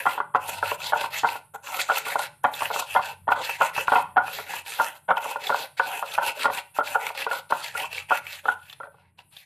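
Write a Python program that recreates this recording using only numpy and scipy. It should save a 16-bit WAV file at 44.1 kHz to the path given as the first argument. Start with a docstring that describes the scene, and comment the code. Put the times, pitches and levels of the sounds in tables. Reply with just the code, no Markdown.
"""A stone pestle grinds chilies on a flat stone mortar that stands on a tiled floor, heard from close by.
From the start a far engine (wavering hum over band noise) and a faint hiss lie under everything. The pestle
drags at once: random grains rasp, fizz and drive the mortar's modes. Then come dull knocks (short contacts
ringing those modes) and cracking seeds (crunch bursts with a short ring), repeating until, after some 8.5 s,
the grinding weakens; the hiss dips briefly near 9.1 s. The recorder limits the knocks."""
import sys
import numpy as np
from scipy import signal
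from scipy.fft import rfft, irfft
from scipy.io import wavfile
from scipy.ndimage import uniform_filter1d, minimum_filter1d

SR = 44100
rng = np.random.default_rng(int(sys.argv[2]) if len(sys.argv) > 2 else 0)


def master_out(mix):
    """Clip the mix to full scale and print it as 16-bit PCM to the path in sys.argv[1]."""
    frames = np.transpose(np.atleast_2d(mix))
    ceiling = np.clip(frames, -1, 1)
    pcm = np.round(ceiling * 32767).astype(np.int16)
    wavfile.write(sys.argv[1], SR, pcm)


N = 416744

# modes of the mortar on the tiles: f/Hz, relative level/dB, t60 when ringing freely/s
MORTAR_MODES = [(45, -37.5, 0.029), (173, -20, 0.086), (241, -17, 0.064), (295.3, -16, 0.098),
                (422.7, -14, 0.07), (440, -5, 0.072), (550, -8.5, 0.12), (587, -5, 0.13), (702, -6, 0.059),
                (737, 1.5, 0.058), (901, 7.5, 0.043), (971.5, -8, 0.066), (959.6, -1.5, 0.081),
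                (1149, 5, 0.014), (1356, 1.5, 0.049), (1398.4, 5.5, 0.047), (1443, 4, 0.072),
                (1506, -7.5, 0.069), (1620, -35, 0.018), (1805, -7.5, 0.009), (2072, -19.5, 0.09),
                (2290, -20, 0.012), (2615, -22.5, 0.014), (3200, -11, 0.0094), (3150, -43, 0.056)]


def from_db(db):
    """Level to amplitude: 20 dB make a factor of ten."""
    return 10 ** (np.asarray(db) / 20)


def rms_one(x):
    """Normalisation of mean power: scale to rms 1."""
    return x / np.sqrt(np.mean(x ** 2) + 1e-20)


def at_hz(points, hz):
    """Logarithmic frequency scale: read levels in dB between the points of a spectrum."""
    point_hz, level_db = np.array(points)[:, 0], np.array(points)[:, 1]
    return np.interp(np.log(hz), np.log(point_hz), level_db)


def in_time(rows):
    """Linear interpolation: each column of a curve at every sample."""
    s, *columns = np.transpose(rows)
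    return [np.interp(np.arange(N) / SR, s, column) for column in columns]


def drift(rate_hz):
    """Low-passed chance: noise twice through a one-pole filter, computed every 20 samples; rms 1."""
    pole = np.exp(-40 * np.pi * rate_hz / SR)
    noise = rng.standard_normal(N // 20 + 2002)
    slow = signal.lfilter([1], [1, -2 * pole, pole * pole], noise)[2000:]   # the filter has settled
    return np.interp(np.arange(N) / 20, np.arange(len(slow)), rms_one(slow))


def ring(clicks, hz, t60):
    """Damped resonator: a unit click sets off a decaying sine of initial height 1."""
    radius, angle = from_db(-60 / (t60 * SR)), 2 * np.pi * hz / SR
    feedback = [1, -2 * radius * np.cos(angle), radius * radius]
    return signal.lfilter([0, np.sin(angle)], feedback, clicks + 1e-18)


def grains(per_s, spread_db):
    """Poisson-like impulse noise: random clicks of uneven size and sign; rms 1."""
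    sizes = from_db(spread_db * np.minimum(rng.exponential(1, N), 5)) * rng.choice([-1, 1], N)
    return rms_one(sizes * (rng.random(N) < per_s / SR))


def coloured(x, spectrum, patchy_db):
    """Filter bank: bands of about a third octave, each with its level and its own flicker; rms 1."""
    low_end, high_end = spectrum[0][0], spectrum[-1][0]
    count = int(3 * np.log2(high_end / low_end)) + 2
    edges = np.geomspace(low_end, min(high_end, .45 * SR), count)
    out = 0
    for k, (low, high) in enumerate(zip(edges, edges[1:])):
        band = signal.sosfilt(signal.butter(2, [low, high], "band", fs=SR, output="sos"), x)
        level_db = at_hz(spectrum, np.sqrt(low * high)) + patchy_db * drift(7.6)
        out = out + (-1) ** k * band * from_db(level_db)
    return rms_one(out)


def far_engine():
    """Harmonic and noise radiation: partials of a wavering hum over a low coloured rumble."""
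    # the engine's course: t/s, hum f/Hz, hum level/dB, rumble level/dB
    engine_course = [(0.0, 84, -73, -67), (0.23, 101.8, -62.5, -65.5), (0.63, 94, -53, -60),
                     (1.02, 100, -60, -61), (1.92, 91.5, -68.5, -73), (2.13, 103.6, -74, -63),
                     (2.47, 92.7, -79, -61), (2.68, 103.3, -58, -58), (2.84, 93.2, -68.5, -65),
                     (3.39, 95.4, -53, -60), (3.5, 100, -74, -64.5), (4.16, 87.3, -56.5, -55.5),
                     (4.74, 86.8, -69, -67.5), (7.27, 93.6, -74.5, -70), (7.82, 86.7, -70, -61),
                     (8.08, 93.6, -63, -65.5), (9.29, 86.1, -68, -66.5), (9.45, 93.6, -89, -76)]
    # partials of the hum: multiple of the hum frequency, mean level/dB
    hum_partials = [(1, 1.5), (1.5, -4.5), (2, -16.5)]
    # far rumble: f/Hz, level per Hz/dB
    ambient_spectrum = [(25, 0), (60, -20.5), (90, 4), (115, 1), (140, 9.5), (170, 5.5), (220, -10.5),
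                        (350, -12.5), (800, -24), (2600, -25), (4500, -55)]
    hum_hz, hum_db, rumble_db = in_time(engine_course)
    phase = 2 * np.pi * np.cumsum(hum_hz * (1 + .03 * drift(5))) / SR
    hum = sum(from_db(level_db + 5 * drift(7)) * np.sin(multiple * phase)
              for multiple, level_db in hum_partials)
    low_noise = coloured(rng.standard_normal(N), ambient_spectrum, patchy_db=1.0)
    return from_db(hum_db) * hum + from_db(rumble_db) * low_noise


def faint_hiss():
    """Broadband noise: a coloured treble whose level follows a curve."""
    # hiss: f/Hz, level per Hz/dB
    hiss_spectrum = [(6500, -42), (8200, -11), (9500, 2), (12000, -7.5), (13000, -20)]
    # its course: t/s, level/dB
    hiss_course = [(0, -65.5), (4, -64), (8.5, -62), (8.9, -69), (9.1, -84.5), (9.3, -64), (9.45, -69.5)]
    return from_db(*in_time(hiss_course)) * coloured(rng.standard_normal(N), hiss_spectrum, patchy_db=2)


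def drag():
    """Sliding friction: grit, rasp and rumbling follow the leaning half-sine speed of every stroke."""
    # pushes, pulls and brief skids of the pestle: start t/s, length/s,
    # then at full speed: fine grit level/dB, rasp level/dB, mortar rumbling level/dB
    stroke_table = [(-0.025, 0.073, -41.5, -34, -36), (0.013, 0.18, -46, -40, -45.5),
                    (0.038, 0.2, -58.5, -47.5, -40.5), (0.344, 0.036, -52, -41.5, -34.5),
                    (0.383, 0.26, -43, -39, -38.5), (0.47, 0.042, -31.5, -37, -48),
                    (0.61, 0.16, -37.5, -35, -34.5), (0.778, 0.15, -40.5, -33, -35),
                    (0.933, 0.16, -40.5, -36, -29), (1.099, 0.14, -36, -31, -37.5),
                    (1.208, 0.2, -43.5, -39.5, -38), (1.376, 0.043, -72, -67, -54),
                    (1.536, 0.032, -48.5, -51, -31), (1.62, 0.255, -38.5, -37, -34.5),
                    (1.78, 0.054, -32, -28.5, -44.5), (1.837, 0.21, -42, -36, -36.5),
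                    (1.954, 0.048, -32, -35.5, -43.5), (2.025, 0.15, -39, -31.5, -32.5),
                    (2.149, 0.14, -41, -36, -35.5), (2.428, 0.091, -57, -51, -39),
                    (2.433, 0.016, -41.5, -57, -39), (2.503, 0.225, -38.5, -36, -40.5),
                    (2.702, 0.158, -37, -35, -31.5), (2.783, 0.029, -29.5, -32, -38),
                    (2.848, 0.16, -43, -38, -45), (2.99, 0.16, -46.5, -39.5, -38),
                    (3.294, 0.056, -49, -41, -35), (3.344, 0.099, -52, -50, -30.5),
                    (3.39, 0.2, -39.5, -33, -41.5), (3.577, 0.14, -40, -33, -30),
                    (3.726, 0.14, -38, -33.5, -36), (3.844, 0.2, -44, -38.5, -32.5),
                    (3.991, 0.043, -46, -49, -50), (4.164, 0.033, -66.5, -44, -36.5),
                    (4.213, 0.27, -42, -36.5, -37.5), (4.458, 0.17, -41.5, -35.5, -35.5),
                    (4.645, 0.14, -41, -35.5, -41), (4.75, 0.19, -39.5, -34.5, -37),
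                    (4.925, 0.071, -56, -54, -47), (5.079, 0.055, -61, -54.5, -20),
                    (5.153, 0.046, -47, -41.5, -46), (5.176, 0.21, -41.5, -39.5, -34),
                    (5.293, 0.032, -42.5, -52, -47.5), (5.381, 0.18, -43.5, -38.5, -38),
                    (5.523, 0.16, -42.5, -36, -35), (5.767, 0.033, -51, -41.5, -46.5),
                    (5.792, 0.26, -46, -37, -33.5), (5.878, 0.16, -44.5, -60, -45),
                    (6.036, 0.181, -44, -36, -40.5), (6.197, 0.14, -39, -31.5, -30),
                    (6.345, 0.14, -40.5, -34, -33.5), (6.494, 0.13, -41.5, -34, -31),
                    (6.738, 0.071, -46.5, -40.5, -45.5), (6.827, 0.16, -39.5, -35.5, -34),
                    (6.976, 0.16, -44, -37, -35.5), (7.138, 0.14, -41.5, -34, -34),
                    (7.277, 0.14, -43, -35, -34), (7.487, 0.27, -45, -39.5, -45),
                    (7.5, 0.02, -44, -43.5, -28), (7.615, 0.08, -42, -40, -42),
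                    (7.728, 0.16, -41, -34.5, -34.5), (7.894, 0.16, -47, -35.5, -43.5),
                    (8.082, 0.12, -41.5, -31.5, -35), (8.221, 0.2, -48, -40, -51.5),
                    (8.429, 0.13, -50, -46.5, -35), (8.55, 0.27, -66, -56.5, -66),
                    (8.673, 0.067, -62, -53, -71), (8.803, 0.075, -73, -64, -51),
                    (8.88, 0.25, -94, -70, -66), (9.173, 0.055, -65, -52.5, -54.5),
                    (9.301, 0.16, -58, -49.5, -67)]
    speed_power = 1.2   # amplitude follows the speed of the stroke to this power
    onset_skew = 0.97   # below 1 the stroke reaches full speed before its middle
    power = np.full((3, N), 1e-10)
    for start, length, *levels_db in stroke_table:
        i = np.arange(max(round(start * SR), 0), min(round((start + length) * SR), N))
        progress = np.clip((i / SR - start) / length, 0, 1)
        speed = np.sin(np.pi * progress ** onset_skew)
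        power[:, i] += (from_db(levels_db)[:, None] * np.abs(speed) ** speed_power) ** 2
    return 10 * np.log10(power)


def contact():
    """Stick-slip contact: the bite of the stones clumps slowly and bursts at each slip, then relaxes."""
    slips = (rng.random(N) < 40 / SR) * rng.exponential(1, N)
    bursts = signal.lfilter([1], [1, -np.exp(-1 / (0.003 * SR))], slips)   # time constant 3 ms
    return from_db(1.4 * drift(39)) * (1 + 0.6 * bursts)


def rumble(catches, rumble_db):
    """Forced modal vibration: the dragged pestle drives the mortar, damped under the pressing hand."""
    rubbed = sum((-1) ** m * from_db(0.71 * level_db + 4.04 * drift(8.3)) * ring(catches, hz, .5 * t60)
                 for m, (hz, level_db, t60) in enumerate(MORTAR_MODES))
    return from_db(rumble_db) * rms_one(rubbed)


def rasp(catches, rasp_db, bright_db):
    """Excited resonance: coarse grains catch on rough stone and ring the pestle; crisp bits brighten it."""
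    # rasp: f/Hz, level per Hz/dB
    rasp_spectrum = [(1000, -2), (1600, 2.5), (2200, 12), (2800, -14.5), (3300, 8.5), (4200, -52.5),
                     (5200, -58), (6500, -43)]
    # the pestle's ring in the rasp: f/Hz, bandwidth/Hz, mean level/dB
    pestle_ring = (2650, 150, -0.85)
    hz, width, ring_db = pestle_ring
    t60 = np.log(1000) / (np.pi * width)
    tone = rms_one(ring(catches, hz, t60)) * from_db(ring_db + 3.3 * drift(5.6))
    coarse = rms_one(coloured(catches, rasp_spectrum, patchy_db=4.5) + tone)
    crisp_band = signal.butter(2, [3100, 4600], "band", fs=SR, output="sos")
    crisp = rms_one(signal.sosfilt(crisp_band, catches))
    return from_db(rasp_db) * coarse + from_db(rasp_db + bright_db) * crisp


def grit(bite, crackle, grit_db):
    """Dense impact noise: fine particles fizz between the stones."""
    # grit: f/Hz, level per Hz/dB
    grit_spectrum = [(2710, -5.5), (4600, -21), (6090, 1.5), (7240, 5.5), (8560, 2.5), (13700, 5),
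                     (14700, -16), (15000, -55)]
    particles = bite * (grains(15000, spread_db=3.0) + crackle)
    return from_db(grit_db) * coloured(particles, grit_spectrum, patchy_db=3.5)


def knocks():
    """Impact on a modal body: soft contact and chatter; grip and place shift the modes at every blow."""
    # pestle on stone: t/s, peak level/dB, lift of modes at 350-720 Hz/dB, lift of modes at
    # 1200-1700 Hz/dB, chatter time/ms
    blow_table = [(0.055, -12.5, 1, 8.5, 4.7), (0.065, -2, -11.5, 7, 4), (0.177, -16, 5, -1, 4.3),
                  (0.201, -10.5, -0.5, 5, 3.5), (0.34, -25.5, 4, -4, 1.9), (0.347, -4, 1, -1, 3.1),
                  (0.355, -7, -11.5, -5.5, 3), (0.488, -23, 10, 4, 2.3), (0.627, -8.5, 5.5, 7.5, 1.9),
                  (0.716, -10.5, 4, -3.5, 2.4), (0.922, -12, 9, 8.5, 7.6), (0.932, -6, -1, 9.5, 3.6),
                  (0.958, -16, 1, 0.5, 3.3), (1.041, -17, -1, 3.5, 1.1), (1.233, -12, -0.5, 7, 3.7),
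                  (1.244, -1.5, -3, 10.5, 3), (1.354, -22, 5, -2, 3.3), (1.549, -27, 8, 8, 2.6),
                  (1.79, -19.5, 9, 14, 2.3), (1.889, -14, 2, 7, 2.3), (1.898, -3.5, 3, 8.5, 2.2),
                  (1.914, -12.5, 6, 7.5, 2.1), (1.969, -20, -3, 12, 3.3), (2.065, -22.5, 2.5, 9.5, 4.1),
                  (2.155, -9.5, 6.5, 9.5, 2.3), (2.194, -18, 4, 8.5, 6.4), (2.441, -7.5, 0.5, 7, 3.5),
                  (2.448, -1.5, -7.5, 0, 2.6), (2.606, -20, 2, 1, 3), (2.62, -12.5, 7, 7, 3.4),
                  (2.656, -26, 12, 9, 3.5), (2.702, -19, 10, 6, 2.7), (2.709, -16, 8, 5, 3),
                  (2.76, -12.5, 7, 5.5, 2), (2.793, -19.5, -7, -2, 3), (2.823, -20.5, 7.5, 6, 2.5),
                  (2.95, -12.5, 12, 8, 3), (2.96, -2, -7, -2, 3.7), (2.993, -12.5, 1, -1.5, 2.8),
                  (3.272, -25.5, 11, 0, 3.3), (3.278, -11.5, 7, -2, 3), (3.287, -9.5, 1, 4, 2.5),
                  (3.303, -15, 2, 4, 3), (3.317, -7.5, -5, 11, 3), (3.493, -18.5, 12, 12, 3.2),
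                  (3.603, -21.5, 11, -7, 4.9), (3.61, 2, 3.5, 0, 3.8), (3.763, -22, -8, 9, 2.7),
                  (3.778, -13.5, 3.5, 7.5, 3.7), (3.881, -6.5, -2, 8.5, 1.9), (3.919, -7, 3, 3.5, 3.3),
                  (3.934, -5, 1, 6, 2.6), (3.954, 5, -2, 3, 2.8), (4.161, -18.5, 16, -1, 3),
                  (4.167, 1, -4.5, 1, 2.2), (4.176, -4.5, -12, 7.5, 2.2), (4.279, -19.5, -1, 7, 3),
                  (4.386, -22, 9.5, 8, 4.5), (4.536, -20, -14, 2, 3), (4.79, -18, 1.5, 13.5, 3),
                  (4.798, -7, 9.5, 12.5, 3.6), (4.806, -17.5, 6, 5, 1.9), (4.812, -12.5, 0, 5, 2.8),
                  (4.833, -30, -11, 6.5, 3), (5.089, -13, 4, 7, 3), (5.106, -4, -7, 2.5, 2),
                  (5.115, -10.5, -3, 7, 3.2), (5.17, -13.5, -3, 2, 4.5), (5.25, -23.5, -9, -5, 3.5),
                  (5.257, -19, 4, -10, 3), (5.358, -15.5, 7, 8.5, 1.5), (5.494, -13.5, 4.5, 10.5, 3),
                  (5.501, -8.5, 8.5, -1, 2.2), (5.521, -14, 11.5, 14.5, 2.2), (5.544, -8.5, -2, 3, 2),
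                  (5.796, -4.5, 1, 8, 4.5), (6.025, -14, 2.5, 3, 2.8), (6.035, -26, 9, 7, 3),
                  (6.178, -11, 8, 9, 2.5), (6.184, -2, -3, 7, 3.3), (6.221, -16, -5, 17, 2.1),
                  (6.443, -15.5, 5.5, 14.5, 3.8), (6.455, -5.5, -1, 8, 2.9), (6.479, -18, 10, 1, 3),
                  (6.499, -16, 2, -24, 4.1), (6.764, -28.5, 0, 15, 3), (6.786, -7, 3.5, 3, 3.2),
                  (6.804, -15.5, 2, 11, 4), (6.946, -13, -11, 20, 3), (6.955, -3, 1.5, 5.5, 1.7),
                  (7.102, -21.5, 6, 2, 2), (7.265, -13.5, 11, 12, 2.4), (7.312, -14, 17, 16, 3),
                  (7.33, -21, 6, 2, 3), (7.508, -20, -2, 4, 3), (7.522, -6, 2, 4.5, 2.3),
                  (7.75, -18.5, 10.5, 12.5, 2.1), (7.842, -20.5, 4, 2, 3), (8.107, -10, -3.5, 4, 3),
                  (8.115, -7, 3.5, 8.5, 3.4), (8.455, -16, 4, 9, 1.7), (8.482, -7.5, 2, 9, 4.6),
                  (8.488, -14, -5, 16, 2.1), (8.801, -27, 9, 9.5, 2.3), (8.832, -28, 8, 11.5, 2.2),
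                  (8.854, -37, 3, 4, 3), (8.87, -35, 17, 9, 3), (8.943, -42.5, 5, 3, 3.5),
                  (8.983, -48, 7, 7, 3.6), (9.189, -44.5, 3, -9, 3)]
    thud_db, crack_db = 2.5, 2.5   # lift of the modes below 350 Hz and above 1700 Hz
    ringing = 0.53   # share that rings on freely
    t = np.arange(int(.3 * SR))[:, None] / SR
    hz, level_db, t60 = np.transpose(MORTAR_MODES)
    rattle = rng.standard_normal((len(blow_table), 2000))
    place = rng.standard_normal((len(blow_table), 2, len(MORTAR_MODES)))
    soft = signal.butter(2, 3000, fs=SR, output="sos")
    lead = int(.008 * SR)
    touch = 0.0092 * np.linspace(0, 1, lead) ** 2   # the paste is squeezed out just before the stones meet
    fade = from_db(-60 * t / 0.014) + ringing * from_db(-60 * t / t60)   # most dies under the hand at once
    out = np.zeros(N + len(t))
    for k, (s, peak_db, low_db, upper_db, chatter_ms) in enumerate(blow_table):
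        tilt_db = np.select([hz < 350, hz < 720, hz > 1700, hz > 1200], [thud_db, low_db, crack_db, upper_db])
        share = from_db(level_db + tilt_db + 2 * place[k, 0]) * (-1) ** np.arange(len(hz))
        shifted_hz = hz * (1 + 0.0082 * place[k, 1])
        modes = (share * fade * np.sin(2 * np.pi * shifted_hz * t)).sum(axis=1)
        age = t[:2000, 0] / (chatter_ms / 1000)
        blow = 0.14 * rattle[k] * np.sqrt(age) * np.exp(-age)
        blow[:12] += .1   # the contact itself
        blow = np.concatenate([touch * rattle[k, -lead:], blow])
        knock = signal.fftconvolve(modes, signal.sosfilt(soft, blow))[:len(t)]
        out[round(s * SR) - lead:][:len(t)] += from_db(peak_db) * knock / np.abs(knock).max()
    return out[:N]


def seeds():
    """Brittle fracture: each seed snaps with a few ms of crunch and a short ring."""
    # the loudest seeds crack: t/s, peak level/dB, f/Hz
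    seed_table = [(0.092, -30.5, 2800), (0.4931, -23, 2470), (0.5292, -28, 2550), (0.6567, -21, 2670),
                  (0.7105, -18.5, 2680), (0.8168, -23.5, 2630), (1.0585, -26, 2670), (1.194, -26, 3000),
                  (1.2867, -18, 2620), (1.6706, -23, 2620), (1.707, -31.5, 2650), (1.7416, -21, 2520),
                  (1.791, -21, 2460), (1.8023, -15, 2520), (1.917, -22, 2650), (1.958, -17, 2740),
                  (1.9708, -17.5, 2700), (2.0538, -25, 2480), (2.442, -29, 2570), (2.537, -24, 3540),
                  (2.607, -23, 2500), (2.6558, -15, 2470), (3.019, -33, 2630), (3.3192, -19, 2600),
                  (3.415, -30.5, 3640), (3.6115, -17.5, 2710), (3.7514, -26, 2480), (3.8726, -25.5, 2600),
                  (3.9551, -8.5, 2600), (4.1689, -25, 2630), (4.2792, -25, 2500), (4.6618, -28.5, 2380),
                  (4.7203, -23, 2430), (5.1685, -25, 3130), (5.4685, -19.5, 3460), (5.7937, -22.5, 2490),
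                  (6.002, -32, 2610), (6.119, -25, 3410), (6.1485, -21.5, 2520), (6.24, -27, 2640),
                  (6.2923, -19, 2680), (6.4194, -18, 2200), (6.5485, -29, 3570), (6.5828, -19.5, 2690),
                  (6.873, -22, 2460), (7.0892, -25, 2630), (7.1746, -20, 2690), (7.2185, -20.5, 2530),
                  (7.3124, -25, 2640), (7.6621, -26.5, 2290), (7.771, -24, 2650), (7.7982, -19, 2770),
                  (7.9773, -20.5, 2350), (8.2666, -23, 2370), (8.6972, -30, 3330), (8.7273, -29, 3550),
                  (9.1895, -35, 2800), (9.3661, -31, 3520)]
    age = np.arange(1000) / 110   # in time constants of 110 samples
    out = np.zeros(N + 1000)
    crunch = rng.standard_normal((len(seed_table), 1000)) * np.sqrt(age) * np.exp(-age)
    for (s, peak_db, hz), force in zip(seed_table, crunch):
        snap = ring(force, hz, 0.0096) + 0.65 * np.diff(force, prepend=0)
        out[round(s * SR):][:1000] += from_db(peak_db) * snap / np.abs(snap).max()
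    return out[:N]


def room(x):
    """Diffuse reverberation: dense dull reflections that decay exponentially; energy 1."""
    t60_s, wall_cut_hz = 0.3, 6000
    t = np.arange(int(.5 * SR)) / SR
    echoes = rng.standard_normal(len(t)) * from_db(-60 * t / t60_s) * np.minimum(t / 0.0019, 1)
    echoes = signal.sosfilt(signal.butter(1, wall_cut_hz, fs=SR, output="sos"), echoes)
    return signal.fftconvolve(x, echoes / np.linalg.norm(echoes))[:N]


def spread(mid):
    """Mid-side stereo: a side of random sign follows the mid's level; wide treble, the rest central."""
    # stereo width: f/Hz, side level relative to mid/dB
    width_spectrum = [(60, -23), (110, -15.5), (200, -23.5), (370, -24.5), (690, -34), (1270, -46.5),
                      (2330, -37.5), (4280, -22.5), (7880, -4), (14500, -4.5)]
    hz = np.maximum(np.arange(N // 2 + 1) * SR / N, 20)
    side = irfft(rfft(mid) * from_db(at_hz(width_spectrum, hz)), N) * drift(60)
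    return np.array([mid + side, mid - side])


def scene():
    """Superposition: stones, seeds and room add to the engine and the hiss."""
    room_db = -14.5
    thin_hz = 491   # so small a stone radiates little below this
    crisp_db, crisp_wander_db = -7.5, 4   # crisp level relative to the rasp, and its swing
    grit_db, rasp_db, rumble_db = drag()
    bright_db = crisp_db + crisp_wander_db * drift(6.1)
    bite = contact()
    crackle = from_db(-8.5) * grains(220, spread_db=3.5)   # sparse bits that burst among the grains
    catches = bite * (grains(6000, spread_db=2.5) + crackle)
    body = knocks() + rumble(catches, rumble_db)
    surface = rasp(catches, rasp_db, bright_db) + grit(bite, crackle, grit_db) + seeds()
    stones = body + surface + from_db(room_db) * room(body + from_db(-1.0) * surface)
    thin = signal.sosfilt(signal.butter(4, thin_hz, "high", fs=SR, output="sos"), stones)
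    floor_band = signal.butter(2, [30, 300], "band", fs=SR, output="sos")
    thud = from_db(-11) * signal.sosfilt(floor_band, stones)   # through the floor
    hiss = faint_hiss()
    return spread(thin + thud + far_engine() + hiss)


def record(dry):
    """Peak limiting and band limiting: the gain holds the knocks under a ceiling, then the top is cut."""
    ceiling, cutoff_hz = .5, 14400
    allowed = np.minimum(1, ceiling / (np.abs(dry).max(axis=0) + 1e-9))
    gain = uniform_filter1d(minimum_filter1d(allowed, size=201), size=101)   # sizes in samples
    top_cut = signal.ellip(12, .5, 80, cutoff_hz, fs=SR, output="sos")
    return signal.sosfilt(top_cut, dry * gain)


dry = scene()
out = record(dry)
master_out(out)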